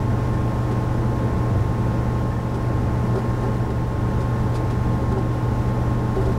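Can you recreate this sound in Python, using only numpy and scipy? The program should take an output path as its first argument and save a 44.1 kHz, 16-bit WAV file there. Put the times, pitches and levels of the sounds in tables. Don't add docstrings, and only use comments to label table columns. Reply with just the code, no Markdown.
import sys
import numpy as np
from scipy import signal
from scipy.fft import rfft, irfft
from scipy.io import wavfile

SR = 44100
rng = np.random.default_rng(int(sys.argv[2]) if len(sys.argv) > 2 else 0)


def waveform_to_disk(signal):
    frames = np.transpose(np.atleast_2d(signal))
    scaled = np.clip(frames, -1, 1) * 32767
    samples = np.round(scaled).astype(np.int16)
    wavfile.write(sys.argv[1], SR, samples)


N = 281358
TIME_S = np.arange(N) / SR
HZ = np.maximum(np.fft.rfftfreq(N, 1 / SR), 1)


def from_db(db):
    return 10 ** (np.asarray(db) / 20)


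def at_hz(points, hz):
    p = np.array(points)
    curve_db = np.interp(np.log(hz), np.log(p[:, 0]), p[:, 1])
    return curve_db + 40 * np.log10(np.minimum(hz / p[0, 0], 1))


def resonance(centre_hz, width_hz):
    return 1 / (1 + ((HZ - centre_hz) / (width_hz / 2)) ** 2)


def resonance_lift_db(table):
    return sum(lift_db * resonance(hz, width_hz) for hz, width_hz, lift_db in table)


def coloured(density_db):
    white = rfft(rng.standard_normal(N))
    return irfft(white * from_db(density_db) * np.sqrt(SR / 2), N)


def drift(rate_hz):
    slow = irfft(rfft(rng.standard_normal(N)) / (1 + (HZ / rate_hz) ** 2), N)
    return slow / slow.std()


def gate(start_s, length_s, tail_s, rise_s=0.0026):
    since_start = TIME_S - start_s
    rise = np.clip(since_start / rise_s, 0, 1)
    return rise * np.exp(-np.maximum(since_start - length_s, 0) / tail_s)


def rotor(turn_hz, tones, waver_db):
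    turn = 2 * np.pi * turn_hz * TIME_S
    sines = sum(from_db(level_db) * np.sin(multiple * turn + rng.uniform(0, 2 * np.pi))
                for multiple, level_db in tones)
    return np.sqrt(2) * sines * from_db(waver_db * drift(6.1))


# multiple [x turning rate], level_db [dB rms]
FAN_A_TONES = [(7, -36.8), (9, -51), (12, -44.8), (13, -55), (14, -58.5), (15, -56), (16, -56.5),
               (20, -51.3), (21, -57.7), (24, -40.4), (28, -52), (32, -53), (35, -64), (36, -57.3),
               (40, -56), (44, -66.3), (48, -68), (54, -71)]
FAN_B_TONES = [(6, -43), (12, -40.3), (18, -53.3), (21, -50), (22, -52.6), (23, -55), (24, -41.8),
               (30, -56)]
FAN_A_HZ, FAN_B_HZ = 44.458, 36.092


def fans():
    return rotor(FAN_A_HZ, FAN_A_TONES, waver_db=0.86) + rotor(FAN_B_HZ, FAN_B_TONES, waver_db=0.52)


# multiple [x turning rate], level_db [dB rms]
SPINDLE_TONES = [(1, -37), (84, -78), (104, -79), (106, -79), (110, -83), (157, -84), (158, -86)]
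SPINDLE_HZ = 59.425


def spindle():
    return rotor(SPINDLE_HZ, SPINDLE_TONES, waver_db=0.92)


# [dB rms of the step tone, before wavering]
MOTOR_RUNS = [(.705, .03, -35), (1.395, .03, -37), (2.538, .025, -36), (3.152, .032, -24),
              (3.435, .035, -27.5), (3.695, .025, -38), (4.2, .025, -38), (4.7, .045, -34),
              (5.115, .03, -28), (5.158, .035, -30.5), (6.162, .045, -27.5), (6.26, .045, -28)]
# multiple [x step rate], level_db [dB relative to the run]
STEP_TONES = [(1, 0), (2, -16.5)]
# [dB, relative to each other]
FRAME_RATTLE = [(410, 60, -14), (650, 140, -3.5), (843, 46, 0), (1080, 110, -17), (1380, 150, -11)]
STEP_HZ, RATTLE_DB = 385, -7.5


def head_motor():
    running = sum(from_db(level_db) * gate(start_s, length_s, tail_s=.014)
                  for start_s, length_s, level_db in MOTOR_RUNS)
    buzz = rotor(STEP_HZ, STEP_TONES, waver_db=3.5)
    frame_gain = sum(from_db(level_db) * resonance(hz, width_hz)
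                     for hz, width_hz, level_db in FRAME_RATTLE)
    rattle = coloured(20 * np.log10(frame_gain))
    return running * (buzz + from_db(RATTLE_DB) * rattle / rattle.std())


# [dB rms, before raggedness]
TICKS = [(.325, .03, -56), (0.708, .014, -49), (2.538, .018, -51), (3.15, .014, -49), (3.177, .014, -52),
         (3.426, .01, -50), (3.7, .014, -51), (4.202, .018, -49), (4.54, 0.026, -43), (4.7, .009, -46),
         (5.114, .012, -50), (5.178, .012, -53), (6.154, .012, -52), (6.203, .019, -52), (6.25, .016, -50),
         (6.316, .012, -51)]
# centre_hz [Hz], width_hz [Hz], lift_db [dB]
CARRIAGE_RING = [(3750, 400, 6), (4850, 600, 7), (8300, 700, 4), (9700, 900, 4)]
TICK_LOW_HZ, TICK_PIVOT_HZ, TICK_TOP_HZ = 2600, 5000, 11000
TICK_TILT_DB = -5.5


def carriage():
    band_db = -10 * np.log10((1 + (TICK_LOW_HZ / HZ) ** 8) * (1 + (HZ / TICK_TOP_HZ) ** 8))
    tilt_db = TICK_TILT_DB * np.log2(HZ / TICK_PIVOT_HZ)
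    grit = coloured(band_db + resonance_lift_db(CARRIAGE_RING) + tilt_db)
    rubbing = sum(from_db(level_db) * gate(start_s, length_s, tail_s=.011, rise_s=0.0066)
                  for start_s, length_s, level_db in TICKS)
    return rubbing * grit / grit.std() * from_db(2.2 * drift(200.0))


PIP_LEVELS = [-46, -46, -48]
PIP_HZ, PIP_WIDTH_HZ = 1776, 57
PIP_FIRST_S, PIP_EVERY_S, PIP_LENGTH_S = .31, 2.0, .065


def pips():
    tone = coloured(20 * np.log10(resonance(PIP_HZ, PIP_WIDTH_HZ)))
    switched_on = sum(
        from_db(level_db) * gate(PIP_FIRST_S + k * PIP_EVERY_S, PIP_LENGTH_S, tail_s=0.016, rise_s=0.013)
        for k, level_db in enumerate(PIP_LEVELS))
    return switched_on * tone / tone.std()


def mains_hum():
    return np.sqrt(2) * from_db(-23.5) * np.sin(2 * np.pi * 120.05 * TIME_S)


# frequency_hz [Hz], density_db [dB per Hz]
AIR_SPECTRUM = [(12, -58.5), (45, -46), (60, -54), (140, -57), (200, -49), (290, -56), (600, -65),
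                (950, -63.5), (1120, -69.5), (1500, -73), (2400, -81.5), (4400, -89), (6900, -92.5),
                (15600, -102)]
# centre_hz [Hz], width_hz [Hz], lift_db [dB]
ROOM_AND_CASE = [(27, 8, 3), (71, 9.2, 15), (97.4, 13.2, 14), (114.2, 9.4, 10.5), (166, 5.7, 6.5),
                 (188, 8.7, 2), (224.7, 10.4, 2.5), (242, 7.6, 2.5), (342, 11, 4.5), (400, 32, 2.5),
                 (471, 36, 4), (551, 54, 6.5), (671, 9.5, 6.5), (1346, 65, 2), (1483, 34, 4),
                 (1853, 64, 4.5), (2040, 36, 4.5), (5500, 550, 1.5), (5650, 260, 1)]
TREBLE_SPLIT_HZ = 2500


def air():
    density_db = at_hz(AIR_SPECTRUM, HZ) + resonance_lift_db(ROOM_AND_CASE)
    low_db = -10 * np.log10(1 + (HZ / TREBLE_SPLIT_HZ) ** 4)
    high_db = -10 * np.log10(1 + (TREBLE_SPLIT_HZ / HZ) ** 4)
    treble = coloured(density_db + high_db) * from_db(.35 * drift(14.0))
    return coloured(density_db + low_db) + treble


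# frequency_hz [Hz], density_db [dB per Hz]
SIDE_NOISE = [(20, -77), (130, -104.5), (400, -101), (1000, -135), (2400, -115), (4300, -108), (9700, -108),
              (15500, -114)]


def side_noise():
    return coloured(at_hz(SIDE_NOISE, HZ)) * [[1], [-1]]


# start_s [s], depth_db [dB]
DIPS = [(0, 0), (2.2, -1.4), (3.6, -1.5), (4.95, -0.7)]


def level_dips():
    return from_db(sum(depth_db * gate(start_s, length_s=0.32, tail_s=0.15, rise_s=.1)
                       for start_s, depth_db in DIPS))


def scene():
    level = level_dips()
    steady = fans() + spindle() + mains_hum() + air()
    middle = level * steady + head_motor() + carriage() + pips()
    return middle + level * side_noise()


CEILING, CUTOFF_HZ = .34, 15750


def record(dry):
    rounded = dry / (1 + np.abs(dry / CEILING) ** 6) ** (1 / 6)
    samples_to_end = np.minimum(np.arange(N), np.arange(N)[::-1])
    fade = np.minimum(samples_to_end / (.002 * SR), 1)
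    eased = rounded * np.sin(np.pi / 2 * fade) ** 2
    low_pass = signal.ellip(14, .5, 75, CUTOFF_HZ, fs=SR, output="sos")
    return signal.sosfilt(low_pass, eased)


dry = scene()
out = record(dry)
waveform_to_disk(out)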